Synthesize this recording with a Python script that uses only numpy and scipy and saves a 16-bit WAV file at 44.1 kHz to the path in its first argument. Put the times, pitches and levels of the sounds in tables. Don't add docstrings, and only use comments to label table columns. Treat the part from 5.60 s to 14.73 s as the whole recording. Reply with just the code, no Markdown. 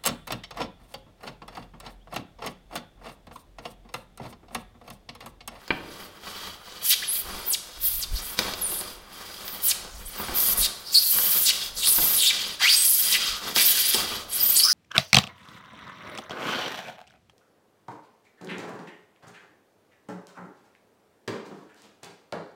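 import sys
import numpy as np
from scipy import signal
from scipy.fft import rfft, irfft, next_fast_len
from scipy.io import wavfile
from scipy.ndimage import uniform_filter1d, minimum_filter1d

SR = 44100
rng = np.random.default_rng(int(sys.argv[2]) if len(sys.argv) > 2 else 0)


def transcribe(u):
    v = np.clip(np.atleast_2d(u).T, -1, 1)
    q = np.round(v * 32767).astype(np.int16)
    wavfile.write(sys.argv[1], SR, q)


N = 402633

# start_s, length_s, speed_up_s, slow_down_s, entry_slip_hz, full_slip_hz,
# roughness [0-1], squeal_db, fizz_db, rasp_db, pressure_rise_db [over the stroke]
STROKES = [(1.207, 0.14, .02, 0.042, 13600, 14170, 0.2, -23.5, -23.5, -30.5, 8.5),
           (1.847, .11, .01, 0.09, 15000, 15000, .04, -19, -41, -45, 6),
           (2.189, .257, 0.021, 0.065, 14700, 13840, 0.19, -26, -35.5, -41.5, -5),
           (4.008, 0.12, 0.0097, 0.076, 14300, 14690, 0.2, -16, -28, -36, 3),
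           (4.726, 0.22, .2, .01, 13600, 12350, .12, -19, -28.5, -36, 0),
           (4.951, .125, .02, 0.081, 12850, 12050, 0.2, -19.5, -23, -35, -5),
           (5.297, .622, 0.16, 0.12, 6430, 13190, .13, -20, -25, -38, 6),
           (6.211, .51, .13, .2, 7490, 13080, .1, -19, -24, -38, 2.5),
           (6.984, 0.6, .36, .06, 1400, 12580, 0.2, -23, -21.5, -35.5, -8),
           (7.934, 0.43, 0.096, .08, 10400, 13600, 0.28, -30, -23.5, -30.5, -14),
           (8.703, 0.31, 0.077, 0.089, 8110, 13850, 0.04, -25.5, -30.5, -48, 20.5)]
# start_s, length_s, drone_db, rasp_db, fizz_db, pressure_rise_db
SCRAPES = [(.22, 0.3, -49.5, -48.5, -53, 13), (0.594, .43, -42.5, -40.5, -50.5, -1),
           (1.015, 0.31, -49, -46, -54, 5), (1.313, 0.37, -47.5, -38.5, -45, 9),
           (1.619, 0.37, -41.5, -42, -44.5, -0.5), (1.97, 0.42, -55, -46, -51, 16),
           (2.504, 0.35, -46, -42, -43, 0), (2.763, 0.21, -34.5, -36, -44, -8),
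           (2.902, 0.54, -43.5, -42.5, -42.5, -2), (3.452, 0.78, -45.5, -43.5, -45.5, 6),
           (4.072, 0.25, -46, -46, -56, 6), (4.317, 0.31, -56, -50, -46, 12),
           (4.504, 0.7, -37.5, -40, -43, -2), (5.037, 0.47, -54.5, -52, -52, -1),
           (5.484, 0.4, -39, -33.5, -46, 2), (5.85, 0.29, -43.5, -31.5, -38, -2),
           (6.126, 0.25, -44.5, -37, -34, 14), (6.312, 0.34, -41, -34, -53, 4),
           (6.685, 0.33, -44, -31, -41.5, -11), (7.39, 0.45, -42, -27.5, -39, 4),
           (7.794, .17, -37, -35, -42, 7), (8.02, 0.46, -46.5, -27, -27, 1),
           (8.329, 0.35, -36.5, -32.5, -41, -1), (8.662, 0.55, -43.5, -35, -31, -0.5)]
# drone_db, rasp_db, fizz_db
RESTING_DB = (-52.5, -56.5, -64.5)
# start_s, length_s, first_hz, middle_hz, last_hz, level_db, roughness [0-1]
SQUEAKS = [(1.295, .056, 4090, 3910, 3030, -21, 0.24), (1.418, 0.044, 1404, 2820, 5000, -32, 0.1),
           (1.467, 0.083, 11200, 10400, 13100, -26.5, .045), (1.512, 0.12, 11800, 13360, 13700, -27, 0.21),
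           (2.228, 0.068, 15000, 14100, 13100, -20.5, 0.14), (2.412, 0.04, 6220, 4990, 3450, -30, 0.16),
           (2.546, 0.069, 3410, 4870, 6750, -35.5, 0.18), (2.6, 0.17, 9400, 12300, 15000, -37, 0.22),
           (3.004, 0.088, 13840, 9550, 9140, -26, 0), (3.046, 0.19, 10570, 11020, 10350, -31, 0.15),
           (3.83, 0.16, 15400, 14300, 13200, -37.5, 0.12), (4.268, 0.17, 4780, 5800, 8860, -50, 0.22),
           (4.45, 0.053, 7200, 10500, 15600, -39.5, 0.1), (4.569, .07, 14000, 14500, 14000, -34.5, 0.07),
           (5.004, 0.07, 4680, 4034, 3605, -24.5, .15), (5.24, 0.16, 5020, 4700, 4500, -36.5, 0.1),
           (5.38, .07, 4900, 4850, 4700, -31, 0.17), (5.336, 0.062, 4690, 4315, 4950, -12.5, 0.04),
           (5.849, 0.055, 5600, 4195, 2800, -21.5, 0.19), (6.156, 0.1, 6260, 8100, 8300, -34, 0.2),
           (6.158, 0.068, 4600, 4430, 3940, -33.5, 0.12), (6.214, 0.098, 3400, 4075, 5350, -24, 0.16),
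           (6.265, 0.082, 8860, 9960, 10650, -20.5, .09), (6.567, 0.13, 4310, 3620, 3206, -22, .15),
           (6.655, .055, 3390, 3540, 3460, -19, .035), (6.999, 0.08, 1093, 1416, 2150, -28.5, 0.38),
           (7.029, .085, 1898, 2464, 4870, -18.5, 0.03), (7.08, 0.086, 4480, 4700, 4920, -17, 0.04),
           (7.144, 0.13, 8360, 8220, 8100, -19.5, 0), (7.237, 0.098, 10040, 10700, 12100, -21, 0.05),
           (7.515, .06, 4934, 3620, 1290, -20.5, 0.3), (7.574, 0.28, 1310, 1284, 1293, -41, 0.08),
           (7.961, 0.073, 1893, 3010, 4640, -22.5, 0.44), (8.037, 0.092, 14500, 13800, 14300, -20, 0.1),
           (8.318, 0.051, 12900, 9260, 7460, -27.5, 0.04), (8.721, 0.058, 8550, 10600, 14100, -26.5, 0.14),
           (8.786, .155, 14800, 13550, 14600, -21.5, 0), (8.798, 0.025, 5110, 4790, 4470, -24.5, 0.02),
           (8.947, 0.084, 7400, 9800, 13750, -20, 0.1), (8.935, 0.17, 4700, 4600, 4920, -23.5, 0.07),
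           (9.029, 0.0385, 4580, 5000, 5070, -13.5, 0.04), (9.034, 0.097, 1290, 1336, 1760, -32, .11),
           (9.074, .065, 4980, 5090, 4950, -18.5, 0.06)]
# start_s, level_db, thud_db, treble_db
KNOCKS = [(0.079, -27.5, -24, -11), (1.746, -27, -12, -18), (2.790, -5, -26.5, -11), (2.937, -18, -27, -13),
          (3.119, -25, -13.5, -25), (3.211, -22, -18, -10), (3.743, -32, -33, -8), (3.88, -24, -48, -10),
          (4.248, -30, -14, -27), (5.586, -14.5, -45, -16), (6.273, -24, -38, 7), (6.381, -25, -8.5, -17),
          (7.962, -11, -19.5, -1), (8.345, -11, -19, -3)]
# start_s, level_db
BUMPS = [(0.1054, -26), (2.825, -47), (2.88, -35), (4.599, -35), (4.684, -35), (4.695, -37), (4.724, -42),
         (6.385, -33), (6.429, -35.5)]
# crest_s, half_width_s [to 1/e], level_db
HEAVES = [(1.72, 0.099, -43), (2.42, 0.21, -41), (2.54, 0.027, -28), (3.05, 0.4, -52), (4.42, 0.14, -42.5),
          (4.72, 0.043, -38), (5.0, 0.072, -36), (6.15, 0.058, -46), (6.42, .1, -41.5), (7.73, 0.034, -44),
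          (8.6, 0.1, -58)]

# centre_hz, width_hz, level_db
BLADE_MODES = [(1950, 86, -10), (2630, 110, -3), (3143, 52, 4.5), (3410, 126, 2), (3710, 93, -2),
               (4200, 150, -1), (4840, 72, 9.5), (4870, 220, 0.5), (5940, 270, -13.5), (6190, 99, -15.5)]
# pitch_hz, level_db, t60_s
BOARD_MODES = [(111, -12.5, 0.3), (170.4, -5, 0.15), (240, -7, 0.13), (342, -5.5, 0.19), (395, -6, 0.068),
               (708, -5, 0.18), (919, 0, 0.027), (1012, -1.5, 0.091), (1523, 8, 0.043), (2076, 6, 0.047),
               (2496, 17, 0.017), (2910, 5.5, 0.043), (4700, 8, 0.046)]
# freq_hz, gain_db
RADIATION = [(800, -15), (2000, 1), (3400, -4.5), (4700, 1.5), (6000, -4), (7500, -3), (9000, -2.5),
             (10500, -0.5), (13000, -0.5), (15500, 1)]
# freq_hz, t60_s
HALL_DECAY = [(100, 0.93), (500, 1.32), (2000, 0.45), (3600, 0.67), (7000, 0.61), (11000, 0.43),
              (16000, 0.2)]

# freq_hz, density_db [per Hz]
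DRONE_SPECTRUM = [(40, -5), (95, 2.5), (130, -2), (185, 2.5), (310, 0), (440, 1.5), (650, 1.5), (820, -1.5),
                  (1280, 4.5), (1700, -2.5), (2300, -4.5), (4000, -17.5)]
RASP_SPECTRUM = [(500, -41), (1500, -4), (2400, -6.5), (3300, 1.5), (5000, 1), (6300, -4), (9000, -10.5),
                 (16000, -45)]
FIZZ_SPECTRUM = [(2500, -48), (5500, 1.5), (7200, -1.5), (8300, 2), (10300, 4.5), (13500, 2), (16000, 2)]
THUD_SPECTRUM = [(40, -17), (110, -21), (175, 7.5), (340, 6), (700, 4), (1000, 1), (1600, -4), (3000, -58)]
CRACK_SPECTRUM = [(150, -63), (700, -13.5), (1400, 1), (2600, -2), (4400, 2.5), (6000, -6), (12000, -27)]
SNAP_SPECTRUM = [(1500, -13), (3800, -2), (5000, 11), (6500, -13), (10000, -4.5), (16000, -6)]
SWAY_SPECTRUM = [(10, -4.5), (27, 1), (45, 3.5), (90, -13.5), (200, -29), (600, -39)]
AIR_SPECTRUM = [(20, -6), (80, 0), (300, -5.5), (1000, -1.5), (3500, -8.5), (8000, -51), (16000, -53)]

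STALL_HZ, BRAKING_POWER = 1218, 1.5
STROKE_ATTACK_S, STROKE_RELEASE_S = 0.053, 0.014
BIND_ROUGH, BIND_RASP_DB, BIND_FIZZ_DB = 0.12, 12, -17
HAND_DB, HAND_RATE_HZ = -0.53, 21.8
SCRAPE_ATTACK, SCRAPE_RELEASE = 0.19, 0.38
SQUEAK_ATTACK, SQUEAK_RELEASE = 0.25, 0.26
BLADE_SHIFT = 0.043
TOP_HZ, CEILING = 15830, 0.87


def cutting(squeal_db=-4.5, drone_db=-1.5, rasp_db=-5, ring_db=-4, fizz_db=-2, grit_db=-14, chirp_db=-7):
    squeal, hard_rasp, hard_fizz = strokes()
    drone, light_rasp, light_fizz = scrapes()
    rasp = np.hypot(hard_rasp, light_rasp)
    fizz = np.hypot(hard_fizz, light_fizz)

    cells = coloured(bite() * crackle(rate_hz=10000, scatter_db=1.0), FIZZ_SPECTRUM)
    grit = coloured(crackle(rate_hz=130, scatter_db=-6.5), SNAP_SPECTRUM)
    teeth = coloured(bite() * crackle(rate_hz=4000, scatter_db=3.0), RASP_SPECTRUM)
    ring = ringing(bite() * crackle(rate_hz=1200, scatter_db=0))
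    panel = coloured(bite() * crackle(rate_hz=1500, scatter_db=1.5), DRONE_SPECTRUM)

    foam = amp(fizz_db) * cells + amp(grit_db) * grit + amp(chirp_db) * chirps()
    steel = amp(rasp_db) * teeth + amp(ring_db) * ring
    return amp(squeal_db) * squeal + fizz * foam + rasp * steel + drone * amp(drone_db) * panel


def strokes():
    squeal, rasp, fizz = np.zeros((3, N))
    for (start_s, length_s, speed_up_s, slow_down_s, entry_hz, full_hz,
         rough, squeal_db, fizz_db, rasp_db, lean_db) in STROKES:
        t, force = gesture(length_s, STROKE_ATTACK_S, STROKE_RELEASE_S)
        hand_db = HAND_DB * wobble(HAND_RATE_HZ, size=len(t))
        force = force * amp(lean_db * (t / length_s - 0.5) + hand_db)

        running_hz = entry_hz + (full_hz - entry_hz) * ramp(t / speed_up_s)
        braked = np.clip(1 - (length_s - t) / slow_down_s, 0, 1) ** BRAKING_POWER
        pitch_hz = running_hz + (STALL_HZ - running_hz) * braked
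        bind = np.clip(1 - pitch_hz / full_hz, 0, 1)

        voice = stick_slip(pitch_hz, rough + BIND_ROUGH * bind, catch_db=2.5, wander=0.25,
                           twin_db=-13.5, twin_apart=0.3, second_db=-5, third_db=-14)
        add(squeal, start_s, amp(squeal_db) * force * voice)
        add(rasp, start_s, amp(rasp_db + BIND_RASP_DB * bind) * force)
        add(fizz, start_s, amp(fizz_db + BIND_FIZZ_DB * bind) * force)
    radiated = filtered(squeal, lambda hz: amp(along(RADIATION, hz)))
    return radiated, rasp, fizz


def stick_slip(pitch_hz, rough, catch_db, wander, twin_db, twin_apart, second_db, third_db,
               cycles_per_slip=2.2):
    def chance(rate_hz):
        return wobble(rate_hz, size=len(pitch_hz))

    def flank(detune):
        jitter = 0.82 * chance(pitch_hz / cycles_per_slip) + wander * chance(130)
        slip_hz = pitch_hz * np.exp(detune + rough * jitter)
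        phase = 2 * np.pi * np.cumsum(slip_hz) / SR
        second = amp(second_db) * np.sin(2 * phase) * (2 * slip_hz < SR / 2)
        third = amp(third_db) * np.sin(3 * phase) * (slip_hz < SR / 6)
        grip = amp(catch_db * chance(450))
        return unit(grip * (np.sin(phase) + second + third))

    twin = flank(twin_apart * np.sqrt(np.abs(rough)) * (1 + chance(30)))
    return unit(flank(0) + amp(twin_db) * twin)


def scrapes():
    layers = np.zeros((3, N))
    for start_s, length_s, *levels_db, lean_db in SCRAPES:
        t, force = gesture(length_s, SCRAPE_ATTACK * length_s, SCRAPE_RELEASE * length_s)
        pressure_db = lean_db * (t / length_s - 0.5)
        for layer, level_db in zip(layers, levels_db):
            add(layer, start_s, amp(level_db + pressure_db) * force)
    return np.hypot(layers, amp(RESTING_DB)[:, None])


def bite():
    return unit(amp(0.65 * wobble(240) + 1.9 * wobble(50)))


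def crackle(rate_hz, scatter_db):
    ruptures = rng.random(N) < rate_hz / SR
    signs = rng.choice([-1, 1], N)
    return unit(ruptures * signs * amp(scatter_db * rng.standard_normal(N)))


def chirps(count=260, centre_hz=12500, spread=0.15, length_s=0.036, bend=0.18, scatter_db=2, rough=0.0396):
    out = np.zeros(N)
    t, force = gesture(length_s, length_s / 2, length_s / 2)
    starts_s = rng.random(count) * N / SR
    for start_s, (pitch, glide, size) in zip(starts_s, rng.standard_normal((count, 3))):
        pitch_hz = centre_hz * np.exp(spread * pitch + bend * glide * (t / length_s - 0.5))
        rough_hz = pitch_hz * (1 + rough * wobble(2980, size=len(t)))
        phase = 2 * np.pi * np.cumsum(np.minimum(rough_hz, SR / 2)) / SR
        add(out, start_s, amp(scatter_db * size) * force * np.sin(phase))
    return unit(out)


def ringing(teeth, drift_rate_hz=4):
    depth = np.clip(wobble(drift_rate_hz), -1, 1)
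    out = np.zeros(N)
    for k in (-1, 0, 1):
        share = np.sqrt(np.maximum(1 - abs(depth - k), 0))
        out += share * filtered(teeth, lambda hz: blade(hz * (1 + k * BLADE_SHIFT)))
    return unit(out)


def blade(hz):
    response = 0
    for k, (centre_hz, width_hz, level_db) in enumerate(BLADE_MODES):
        damping = 1j * hz * width_hz
        response = response + (-1) ** k * amp(level_db) * damping / (centre_hz ** 2 - hz ** 2 + damping)
    return response


def squeaks(level_db=-1):
    out = np.zeros(N)
    for start_s, length_s, first_hz, middle_hz, last_hz, squeak_db, rough in SQUEAKS:
        t, force = gesture(length_s, SQUEAK_ATTACK * length_s, SQUEAK_RELEASE * length_s)
        bend = np.polyfit([0, 0.5, 1], np.log([first_hz, middle_hz, last_hz]), 2)
        pitch_hz = np.exp(np.polyval(bend, t / length_s))
        voice = stick_slip(pitch_hz, rough, catch_db=2, wander=0.45,
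                           twin_db=-5.5, twin_apart=0.25, second_db=-14, third_db=-16)
        add(out, start_s, amp(squeak_db + level_db) * force * voice)
    return out


def knocks(crack_t60_s=0.029, snap_t60_s=0.014, thud_t60_s=0.14, tick_t60_s=0.0041,
           crack_db=-10, snap_db=1, thud_db=3, tick_db=-3):
    out = np.zeros(N)
    t = np.arange(SR // 2) / SR

    def burst(spectrum, t60_s):
        return coloured(rng.standard_normal(len(t)), spectrum) * amp(-60 * t / t60_s)

    for start_s, level_db, low_db, treble_db in KNOCKS:
        hit = amp(crack_db) * burst(CRACK_SPECTRUM, crack_t60_s)
        hit += amp(snap_db + treble_db) * burst(SNAP_SPECTRUM, snap_t60_s)
        hit += amp(tick_db) * burst(CRACK_SPECTRUM, tick_t60_s)
        hit += amp(thud_db + low_db) * burst(THUD_SPECTRUM, thud_t60_s)
        add(out, start_s, amp(level_db) * hit)
    return out


def bumps(level_db=1, dulling=1.0, blur=0.023, onset_s=0.000043):
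    out = np.zeros(N)
    t = np.arange(SR // 2) / SR
    mode_hz, mode_db, t60_s = np.transpose(BOARD_MODES)[:, :, None]
    hardest_db = max(bump_db for _, bump_db in BUMPS)
    for start_s, bump_db in BUMPS:
        octaves_up = np.maximum(np.log2(mode_hz / 1100), 0)
        softness_db = dulling * (bump_db - hardest_db) * octaves_up
        decay = amp(mode_db + softness_db - 60 * t / t60_s)
        drift = np.cumsum(rng.standard_normal(decay.shape) * np.sqrt(blur * mode_hz / SR), axis=1)
        cycles = mode_hz * t + drift + rng.random(mode_hz.shape)
        ring = (decay * np.sin(2 * np.pi * cycles)).sum(0)
        add(out, start_s, amp(bump_db + level_db) * ring * (1 - np.exp(-t / onset_s)))
    return filtered(out, lambda hz: 1 / (1 + 1j * hz / 3600) ** 2 / (1 + (hz / 4500) ** 8))


def background(rest_db=-67, air_db=-57):
    t = np.arange(N) / SR
    heave = amp(rest_db)
    for crest_s, half_width_s, level_db in HEAVES:
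        heave = heave + amp(level_db) * np.exp(-((t - crest_s) / half_width_s) ** 2)
    sway = coloured(rng.standard_normal(N), SWAY_SPECTRUM)
    air = coloured(rng.standard_normal(N), AIR_SPECTRUM)
    return heave * sway + amp(air_db) * air


def hall(x, near_db=-7, near_t60_s=0.035, tail_db=-9, build_up_s=0.0009):
    hz, t, noise = signal.stft(rng.standard_normal(SR + SR // 2), SR, nperseg=256)
    decay = amp(-60 * t / along(HALL_DECAY, hz)[:, None])
    tail = signal.istft(noise * decay, SR, nperseg=256)[1]
    t = np.arange(len(tail)) / SR
    tail *= 1 - np.exp(-t / build_up_s)
    near = rng.standard_normal(len(t)) * amp(-60 * t / near_t60_s) * (t > 0.001)
    echo = amp(near_db) * near / np.linalg.norm(near) + amp(tail_db) * tail / np.linalg.norm(tail)
    return x + signal.fftconvolve(x, echo)[:N]


def amp(db):
    return 10 ** (np.asarray(db) / 20)


def unit(x):
    return x / np.sqrt(np.mean(x ** 2) + 1e-20)


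def along(points, hz):
    freq_hz, value = np.transpose(points)
    return np.interp(np.log(hz + 1), np.log(np.sort(freq_hz) + 1), value)


def wobble(rate_hz, size=N):
    place = rng.random() + np.cumsum(np.minimum(rate_hz, SR) * np.ones(size)) / SR
    knots = rng.standard_normal(size + 3)
    k, u = place.astype(int), place % 1
    ease = u * u * (3 - 2 * u)
    return unit(knots[k] + ease * (knots[k + 1] - knots[k]))


def filtered(x, response):
    size = next_fast_len(len(x) + 8192, True)
    return irfft(rfft(x, size) * response(np.fft.rfftfreq(size, 1 / SR)), size)[:len(x)]


def coloured(x, spectrum):
    return unit(filtered(x, lambda hz: amp(along(spectrum, hz))))


def ramp(u):
    return np.sin(np.pi / 2 * np.clip(u, 0, 1)) ** 2


def gesture(length_s, attack_s, release_s):
    t = np.arange(int(length_s * SR)) / SR
    return t, ramp(t / attack_s) * ramp((length_s - t) / release_s)


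def add(out, start_s, x):
    part = out[round(start_s * SR):][:len(x)]
    part += x[:len(part)]


def scene():
    sawing = cutting() + squeaks() + knocks() + bumps()
    return (hall(sawing) + background())[None]


def record(dry, threshold_db=-17, squeeze=0.23, hold_s=0.016):
    power = np.abs(uniform_filter1d(dry[0] ** 2, size=512))
    wanted = np.minimum(1, amp(threshold_db) / np.sqrt(power + 1e-12)) ** squeeze
    span = max(int(hold_s * SR), 2)
    past = (span - 1) // 2
    held = minimum_filter1d(wanted, span, origin=past)
    x = dry[0] * uniform_filter1d(held, span, origin=past)
    rounded = x / (1 + (x / CEILING) ** 4) ** (1 / 4)
    return filtered(rounded, lambda hz: hz < TOP_HZ)[None]


dry = scene()
out = record(dry)
transcribe(out)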